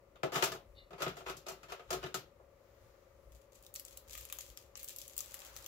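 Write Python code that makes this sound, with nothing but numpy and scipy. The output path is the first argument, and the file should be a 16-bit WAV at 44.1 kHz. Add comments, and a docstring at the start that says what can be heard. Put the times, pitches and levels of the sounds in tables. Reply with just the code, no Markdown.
"""A small quiet room, with a two-port stereo microphone and everything a little to its left.
A hand rummages in a plastic drawer: sunglasses knock and skid against its walls and set it ringing.
One pair is lifted out with a brush of sleeve, and close to the microphone its thin plastic wrap
crinkles as the creases snap over. Behind it all are a faintly throbbing fan, a low hum and still air."""
import sys
import numpy as np
from scipy import signal
from scipy.fft import rfft, irfft
from scipy.io import wavfile
from scipy.ndimage import uniform_filter1d

SR = 44100
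rng = np.random.default_rng(int(sys.argv[2]) if len(sys.argv) > 2 else 0)


def int16_out(signal):
    """Quantize to a 16-bit WAV file."""
    q = np.round(np.clip(np.atleast_2d(signal).T, -1, 1) * 32767)
    wavfile.write(sys.argv[1], SR, q.astype(np.int16))


N = 250047
TIME = np.arange(N) / SR


# Blows in the drawer. Each row: start in seconds, relative level of the hollow knock in dB,
# then floor thump, clack and sharp edge in dB, each added to that level.
DRAWER_KNOCKS = [(0.156, -55.5, -29, 0.5, -16), (0.232, -25, -10.5, -5.5, -20.5),
                 (0.32, -35.5, -11, -4.5, -13.5), (0.358, -32.5, -2, 6, -6.5), (0.424, -24, -13, 2, -6.5),
                 (0.437, -29, -4.5, -5, 1), (0.475, -41.5, -8, -15, -19), (0.518, -37, -9, -1, -5.5),
                 (0.546, -40.5, -17, -24, -13), (0.907, -45, -12, -8, -21), (0.931, -41.5, -10, -6.5, -25),
                 (1.004, -35, -16, -7, -17), (1.02, -32, -11, 3, -5.5), (1.063, -31, -4, -3.5, -32),
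                 (1.079, -45, -7, 7.5, -1), (1.168, -42, -31, -5.5, -13.5), (1.205, -44.5, -11, -6, -22),
                 (1.263, -39.5, -28, 0.5, -34), (1.297, -38, -6, 1, -7), (1.368, -57.5, 4.5, -25, 9.5),
                 (1.465, -40, -20, -5.5, -9), (1.484, -39, -24, -7, -1), (1.518, -53.5, 3, -22, 3.5),
                 (1.631, -52.5, -6, 4.5, -5), (1.72, -37.5, -40, -0.5, -10.5), (1.795, -46, -25, -2, -21),
                 (1.905, -29.5, -20, -6, -5.5), (1.928, -31, -10.5, -3.5, -5.5),
                 (2.029, -40, -11, -0.5, -16), (2.038, -37.5, -3.5, -0.5, -14), (2.061, -43.5, -1, 0, -11),
                 (2.143, -35.5, -6, 2.5, 2), (2.399, -54, -24.5, -20, -34.5)]

def rummage(gain_db=-6, skid_gain=0.54, skid_per_s=1100, skid_s=0.005, size=3000):
    """Sunglasses hit the drawer: a first contact, then a short skid of smaller ones."""
    out, t = np.zeros((2, N)), np.arange(size) / SR
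    edges_hz = [30, 280, 1000, 4000, 20000]
    for start, db, thump, clack, edge in DRAWER_KNOCKS:
        contacts = skid_gain * sparse_clicks(skid_per_s, size) * np.exp(-t / skid_s)
        first = np.pad(drawer_ring(), ((0, 0), (0, size - 1)))
        skid = signal.fftconvolve(contacts[None], drawer_ring(), axes=1)
        levels_db = gain_db + db + np.array([thump + 1, 0, clack + 1, edge + 3])
        add(out, start, set_bands(first + skid, edges_hz, levels_db))
    return out


# Spectrum of a plastic clack. Each row: frequency in Hz, relative level in dB.
CLACK_SPECTRUM = [(60, -35.5), (130, -8), (240, -11.5), (390, 3), (680, 2.5), (1000, -0.5), (1300, 4.5),
                  (1800, -4), (3000, -3), (4500, -7), (7400, -7.5), (8800, -18.5), (12000, -14),
                  (15500, -19.5)]
# Modes of the drawer and its contents. Each row: frequency in Hz, relative level in dB, t60 in seconds.
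DRAWER_MODES = [(146, -5, .12), (178, -12, .12), (379, 2, .18), (436, -12, .11), (648, -1, .14),
                (710, -2, .14), (895, -8, .1), (1094, -7, .14), (1239, 1, .13), (1287, -1, .11),
                (1397, -1, .12), (1737, -9, .1), (2028, -10, .08), (2520, -10, .08), (2871, -11, .08),
                (3709, -12, .07), (4908, -10, .07)]

def drawer_ring(ring_db=-0.5, wet_db=-3, size=12000):
    """One blow: a dense clack thrown about inside the drawer, plus the drawer's modes."""
    clack = unit_rms(colour(room(wet_db, near_s=.011, size=size), CLACK_SPECTRUM))
    modes = ring(DRAWER_MODES, vary_db=3.5, detune=.008, size=size)
    return clack + amp(ring_db) * modes


# Pushes across the drawer floor. Each row: start and length in seconds, relative level and treble in dB.
DRAWER_SHOVES = [(0.324, 0.038, -30, 2), (0.402, 0.016, -34.5, -3), (0.976, 0.047, -36, -8),
                 (1.153, 0.025, -61.5, 15.5), (1.256, 0.022, -33.5, -5.5), (1.458, 0.041, -41, -5),
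                 (1.679, 0.022, -39, -9), (1.887, 0.057, -38.5, -26), (2.014, 0.011, -43, -10)]

def shoves(gain_db=-3, build_db=10.5, stir_db=-68, treble_hz=2500):
    """The hand stirs lightly as it searches; its pushes build up, then things slide to rest."""
    out = amp(stir_db) * slide(gesture(start=0.9, length=1.32, rise_s=0.03, fall_db_per_s=134))
    for start, length, db, treble_db in DRAWER_SHOVES:
        build = amp(build_db * np.clip((TIME - start) / length - 1, -1, 0))
        scrape = slide(build * gesture(start, length, rise_s=.004, fall_db_per_s=452.5))
        dull = signal.lfilter(*signal.butter(1, treble_hz, fs=SR), scrape + 1e-18)
        out += amp(gain_db + db) * (dull + amp(treble_db) * (scrape - dull))
    return out


def slide(force):
    """Things stick and slip as hard as they are pushed; every slip rings the drawer."""
    body = drawer_ring(ring_db=-5, wet_db=-4.5)
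    slips = grains(per_s=970, spread_db=1.66) * force
    return excite(body, slips)


# Modes of a small hard part. Each row: frequency in Hz, relative level in dB, t60 in seconds.
PART_MODES = [(2050, -8, 0.1), (2880, -9, 0.08), (3690, 0, 0.04), (4040, 0, 0.05), (4450, -4, 0.035)]

def scuff(start=0.751, rub_s=0.031, rub_db=-58, touch_db=-64):
    """One thin squeak in the drawer: a light touch, then a rub that keeps the same modes ringing."""
    modes = ring(PART_MODES, vary_db=1, detune=.003, size=6000)
    force = gesture(start, rub_s, rise_s=rub_s, fall_db_per_s=237)
    out = amp(rub_db) * excite(modes, grains(per_s=1800, spread_db=2.5) * force)
    add(out, start, amp(touch_db) * modes / abs(modes).max())
    return out


# Creases snapping close to the microphone. Each row: start in seconds, relative level in dB,
# then body and top in dB, each added to that level.
WRAP_SNAPS = [(3.3203, -61.5, -6, -2), (3.6247, -63, -20, 8), (3.6642, -49.5, -29, -5.5),
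              (3.7399, -50, -28, 5.5), (3.7527, -47, -7, 4), (3.759, -37, -13, -6), (3.7958, -45, -9, 1.5),
              (3.85, -45.5, -17, -3.5), (3.8821, -52.5, -20, -5), (3.9721, -45, -30, 0.5),
              (4.151, -46.5, 1.5, 0), (4.1764, -49, 0.5, 6), (4.209, -60, 2, 11), (4.2514, -50, -3, 3),
              (4.2989, -46.5, -2, -8), (4.3247, -39.5, -0.5, 1.5), (4.386, -39.5, -8, -3),
              (4.5728, -41.5, -9, -10), (4.7539, -43, -6.5, -23), (4.7738, -48, -2.5, 2),
              (4.83, -54, -7, 12), (4.8431, -47.5, -12, 7), (4.8848, -42.5, -26, 2),
              (4.9614, -47, -22, 3.5), (4.9848, -42, -28, 1), (5.015, -44, -26, -6),
              (5.0785, -47.5, -26, -0.5), (5.165, -46.5, -11, 1), (5.1783, -38.5, -13, 6.5),
              (5.1895, -38, -22, -7), (5.2051, -35, -18, -6), (5.2589, -50, -25, -6), (5.3415, -44, -5, 1),
              (5.3486, -51, -8, -1), (5.4177, -49, 1, -17), (5.4497, -51.5, -5.5, -2),
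              (5.5638, -43.5, -7, -2), (5.6238, -51.5, -18, -11), (5.6614, -42, -10, -2)]
# Spectrum of a crease in the thin film. Each row: frequency in Hz, relative level in dB.
FILM_SPECTRUM = [(400, -13), (900, -7), (1250, -10.5), (1800, -3), (2800, 5.5), (4000, 4.5), (5500, 5.5),
                 (7500, 11), (8600, 1), (10000, 2), (12000, 5.5), (15500, 2)]
# Modes of the sunglasses' frame. Each row: frequency in Hz, relative level in dB, t60 in seconds.
FRAME_MODES = [(1225, 9, 0.045), (2620, -1, 0.035), (3215, -1, 0.03), (4000, -8, 0.03), (7500, 13, 0.07)]

def snaps(gain_db=-2, frame_db=-14, fold_db=3.2, flip_at_s=.0012, size=9000):
    """A crease flips, sets off its neighbours and taps the frame; hands and walls throw it back."""
    out, t = np.zeros((2, N)), np.arange(size) / SR
    fold_hz, edges_hz = np.geomspace(800, 16000, 22), [800, 3400, 9000, 20000]
    pulse = np.exp(-((t - flip_at_s) / .0003) ** 2)  # under a millisecond wide
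    for start, db, body, top in WRAP_SNAPS:
        flip = unit_rms(rng.standard_normal((2, size)) * pulse)
        echo = amp(-1) * unit_rms(room(wet_db=-4, near_s=.005, size=size) * (t > flip_at_s))
        chain = .3 * sparse_clicks(per_s=700, size=size) * np.exp(-t / .006)
        neighbours = signal.fftconvolve(flip, chain[None], axes=1)[:, :size]
        film = colour(flip + echo + neighbours, FILM_SPECTRUM)
        # every fold has its own resonances
        fold = np.c_[fold_hz, fold_db * rng.standard_normal(len(fold_hz))]
        crack = unit_rms(colour(film, fold))
        crack += amp(frame_db) * ring(FRAME_MODES, vary_db=3, detune=.03, size=size)
        levels_db = gain_db + db + np.array([body - 1, 0, top + 3])
        add(out, start, set_bands(crack, edges_hz, levels_db))
    return out


# Fingers squeezing the wrap, close up. Each row: start and length in seconds, relative level in dB.
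WRAP_SQUEEZES = [(3.314, 0.031, -65.5), (3.514, 0.13, -65), (3.772, 0.029, -65), (3.854, 0.074, -57.5),
                 (4.07, 0.34, -57), (4.117, 0.048, -49), (4.419, 0.039, -58), (4.564, 0.017, -56),
                 (4.755, 0.056, -54), (4.872, 0.019, -46.5), (4.994, 0.11, -55), (5.171, 0.037, -45.5),
                 (5.258, 0.25, -56), (5.55, 0.014, -48.5)]

def crinkle(gain_db=-0.5, clump_s=0.013, clump_db=5, patches=6):
    """Small creases give way in uneven clumps, each patch of film with its own short ring."""
    squeezes = [amp(db) * gesture(start, length, rise_s=0.0072, fall_db_per_s=192)
                for start, length, db in WRAP_SQUEEZES]
    pressure = np.linalg.norm(squeezes, axis=0)
    wander = np.interp(TIME / clump_s, np.arange(N), rng.standard_normal(N))
    clumps = unit_rms(amp(clump_db * wander))
    out = 0
    for _ in range(patches):
        clicks = grains(per_s=100, spread_db=4.2) * clumps * pressure
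        patch = colour(room(wet_db=-3, near_s=.0015), FILM_SPECTRUM)
        out += excite(patch, clicks)
    return amp(gain_db) * out / np.sqrt(patches)


# Swings of the arm. Each row: middle and half length in seconds, relative level in dB.
ARM_SWINGS = [(2.85, 0.33, -72), (4.24, 0.64, -70), (5.507, 0.27, -59.5)]
# Spectrum of brushing cloth. Each row: frequency in Hz, relative level in dB.
CLOTH_SPECTRUM = [(300, -2.5), (700, 4.5), (1300, 8.5), (2500, -2), (7000, -2), (8800, -14.5),
                  (15000, -4.5)]

def sleeve():
    """Cloth hisses with the speed of the arm, which swells and sinks in each swing."""
    return swell(ARM_SWINGS) * noise(CLOTH_SPECTRUM)


# Tones of the fan in the background. Each row: multiple of the rotor speed, relative level in dB.
FAN_TONES = [(15, -78), (18, -82), (21, -79), (22, -74), (23, -70), (24, -76), (49, -85)]

def fan(rotor_hz=24.04):
    """Neighbouring multiples of the rotor speed beat into a throb, once for every turn."""
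    angle = wavering_phase(rotor_hz, waver=0.002945)
    offsets = rng.uniform(-1.3, 1.3, len(FAN_TONES))
    return sum(amp(db) * np.cos(order * angle + offset) for (order, db), offset in zip(FAN_TONES, offsets))


# Spectrum of the room's rumble. Each row: frequency in Hz, relative level in dB.
RUMBLE_SPECTRUM = [(20, -49.5), (30, -13), (38, -6), (48, -7.5), (60, 7.5), (76, -16.5), (105, -7.5),
                   (150, -30), (300, -47)]
# Its swells. Each row: middle and half length in seconds, added level in dB relative to the steady rumble.
RUMBLE_SWELLS = [(0.72, 0.13, 7), (1.2, 0.23, 4.5), (2.0, 0.13, 10.5), (2.86, 0.06, 9.5), (3.26, 0.13, 8.5),
                 (4.14, 0.11, 9.5), (4.51, 0.06, 7), (5.58, 0.04, 10)]

def rumble(hum_hz=59.3, hum_db=-75, band_db=-69.5):
    """A low hum in a narrow band of rumble; they swell and sink together."""
    hum = amp(hum_db) * np.sin(wavering_phase(hum_hz, waver=0.014))
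    band = amp(band_db) * noise(RUMBLE_SPECTRUM)
    return (hum + band) * np.hypot(1, swell(RUMBLE_SWELLS))


# Spectrum of the room tone. Each row: frequency in Hz, relative level in dB.
AIR_SPECTRUM = [(22, -20), (45, -6), (110, -6.5), (200, -13.5), (300, -11.5), (460, -8.5), (600, -6.5),
                (720, -15), (1000, -15.5), (1280, -15), (1550, -24), (2000, -20.5), (3300, -32),
                (7000, -33.5), (9000, -41), (15000, -35)]

def still_air(gain_db=-67.5):
    """A soft steady hush from all round the microphone."""
    return amp(gain_db) * noise(AIR_SPECTRUM)


# Reverberation of the small room. Each row: frequency in Hz, t60 in seconds.
ROOM_DECAY = [(100, 0.55), (400, 0.24), (1200, 0.25), (4000, 0.24), (8000, 0.15), (16000, 0.22)]

def room(wet_db, near_s, size=14000):
    """Response at the microphone: close reflections with time constant near_s, then the walls."""
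    t = np.arange(size) / SR
    near = port_noise(size) * np.exp(-t / near_s)
    hz, frame_s, spectra = signal.stft(port_noise(size), SR, nperseg=256)
    decay = amp(-60 * frame_s / curve_at(ROOM_DECAY, hz)[:, None])
    walls = signal.istft(spectra * decay, SR, nperseg=256)[1][:, :size]
    build = 1 - np.exp(-t / 0.0088)
    return (unit_rms(near) + amp(wet_db) * unit_rms(walls * build)) / np.sqrt(size)


def ring(modes, vary_db, detune, size):
    """An object's modes after one blow; their strength and tuning vary with the spot struck."""
    t = np.arange(size) / SR
    hz, db, t60 = np.transpose(modes)[:, :, None]
    spot, load = rng.standard_normal((2, len(modes), 1))
    phase, apart = rng.uniform(-np.pi, np.pi, (2, len(modes), 1))
    fade = amp(db + vary_db * spot - 60 * t / t60) * (1 - np.exp(-t * hz))
    angle = 2 * np.pi * hz * (1 + detune * load) * t + phase
    apart = apart * np.minimum(hz / 1400, 1)  # high modes reach the two ports out of step
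    return unit_rms(np.array([(fade * np.sin(angle + side * apart)).sum(0) for side in (0, 1)]))


def excite(response, clicks):
    """Every click sets off the response, scaled to unit energy at the left port."""
    return signal.oaconvolve(clicks, response / np.linalg.norm(response[0]), axes=1)[:, :N]


def set_bands(hit, edges_hz, levels_db):
    """Gives each band of a hit its peak level over 5 ms: a harder contact reaches higher."""
    out = 0
    for low, high, db in zip(edges_hz, edges_hz[1:], levels_db):
        highpass = signal.butter(2, low, "high", fs=SR, output="sos")
        lowpass = signal.butter(2, high, "low", fs=SR, output="sos")
        band = signal.sosfilt(np.vstack([highpass, lowpass] * 2), hit)
        peak_power = uniform_filter1d((band ** 2).mean(0), 220).max()
        out += amp(db) * band / np.sqrt(peak_power)
    return out


def gesture(start, length, rise_s, fall_db_per_s):
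    """Envelope of a hand movement: it rises, holds until its length is up, and dies away."""
    t = TIME - start
    return np.clip(t / rise_s, 0, 1) * amp(-fall_db_per_s * np.maximum(t - length, 0))


def swell(rows):
    """Sum of smooth rises and falls, one for each row."""
    return sum(amp(db) * np.exp(-((TIME - middle) / half) ** 2) for middle, half, db in rows)


def wavering_phase(hz, waver, knots=24):
    """Phase of a cycle whose speed wanders a little."""
    drift = np.interp(TIME, np.linspace(0, TIME[-1], knots), rng.standard_normal(knots))
    return 2 * np.pi * np.cumsum(hz * (1 + waver * drift)) / SR


def sparse_clicks(per_s, size):
    """Clicks of random strength at random moments."""
    return rng.standard_normal(size) * (rng.random(size) < per_s / SR)


def grains(per_s, spread_db):
    """Random tiny clicks, a few much larger than the rest, at unit rms."""
    strength = amp(spread_db * np.minimum(rng.exponential(1, N), 4))
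    clicks = strength * rng.choice([-1, 1], N) * (rng.random(N) < per_s / SR)
    return unit_rms(clicks[None])


def noise(spectrum):
    """Diffuse stereo noise with the given spectrum, at unit rms."""
    return unit_rms(colour(port_noise(N), spectrum))


def port_noise(size, alike_hz=950):
    """White noise at two microphone ports, which hear long waves alike and short waves apart."""
    hz = np.fft.rfftfreq(size, 1 / SR)
    alike = .96 / (1 + (hz / alike_hz) ** 4)
    left, other = rfft(rng.standard_normal((2, size)))
    return irfft([left, alike * left + np.sqrt(1 - alike ** 2) * other], size)


def colour(x, spectrum, size=4096):
    """Causal filter with the given spectrum, so that attacks stay sharp."""
    hz = abs(np.fft.fftfreq(size, 1 / SR))
    log_gain = np.log(amp(curve_at(spectrum, hz)))
    taps = np.fft.ifft(np.exp(signal.hilbert(log_gain).conj())).real  # minimum phase
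    return signal.oaconvolve(x, taps[None, :size // 2], axes=1)[:, :x.shape[1]]


def curve_at(points, hz):
    """Interpolates on a log-frequency axis."""
    point_hz, values = np.transpose(points)
    return np.interp(np.log(hz + 1), np.log(point_hz + 1), values)


def amp(db):
    """Decibels to gain."""
    return 10 ** (np.asarray(db) / 20)


def unit_rms(x):
    """Scales to an rms of one."""
    return x / np.sqrt(np.mean(x ** 2) + 1e-20)


def add(mix, start_s, sound):
    """Mixes a stereo sound in at start_s."""
    part = mix[:, round(start_s * SR):][:, :sound.shape[1]]
    part += sound[:, :part.shape[1]]


def placed(x, left_db, lag_s=0):
    """Leans a sound towards the left port and delays it by lag_s at the right one."""
    left, right = np.broadcast_to(x, (2, N))
    return np.array([left, np.roll(right, round(lag_s * SR))]) * amp([[left_db / 2], [-left_db / 2]])


def scene():
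    """From the microphone: drawer, hands and room tone just left of centre, the fan further left."""
    background = placed(still_air() + rumble(), left_db=2.5) + placed(fan(), left_db=11.5)
    drawer = placed(rummage() + shoves() + scuff(), left_db=2, lag_s=0.0002)
    hands = placed(snaps() + crinkle() + sleeve(), left_db=3.5)
    return drawer + hands + background


# Shading of the right microphone port. Each row: frequency in Hz, gain in dB.
PORT_SHADE = [(700, -1.5), (1300, -1.5), (2500, 0.9), (4500, -2), (8000, -2.5), (15000, 1.5)]

def record(dry, limit_hz=15750):
    """The slightly shaded right port, then the recorder's band limit."""
    heard = np.vstack([dry[:1], colour(dry[1:], PORT_SHADE)])
    lowpass = signal.firwin(301, limit_hz, window=("kaiser", 8), fs=SR)
    return signal.oaconvolve(heard, lowpass[None], "same")


dry = scene()
out = record(dry)
int16_out(out)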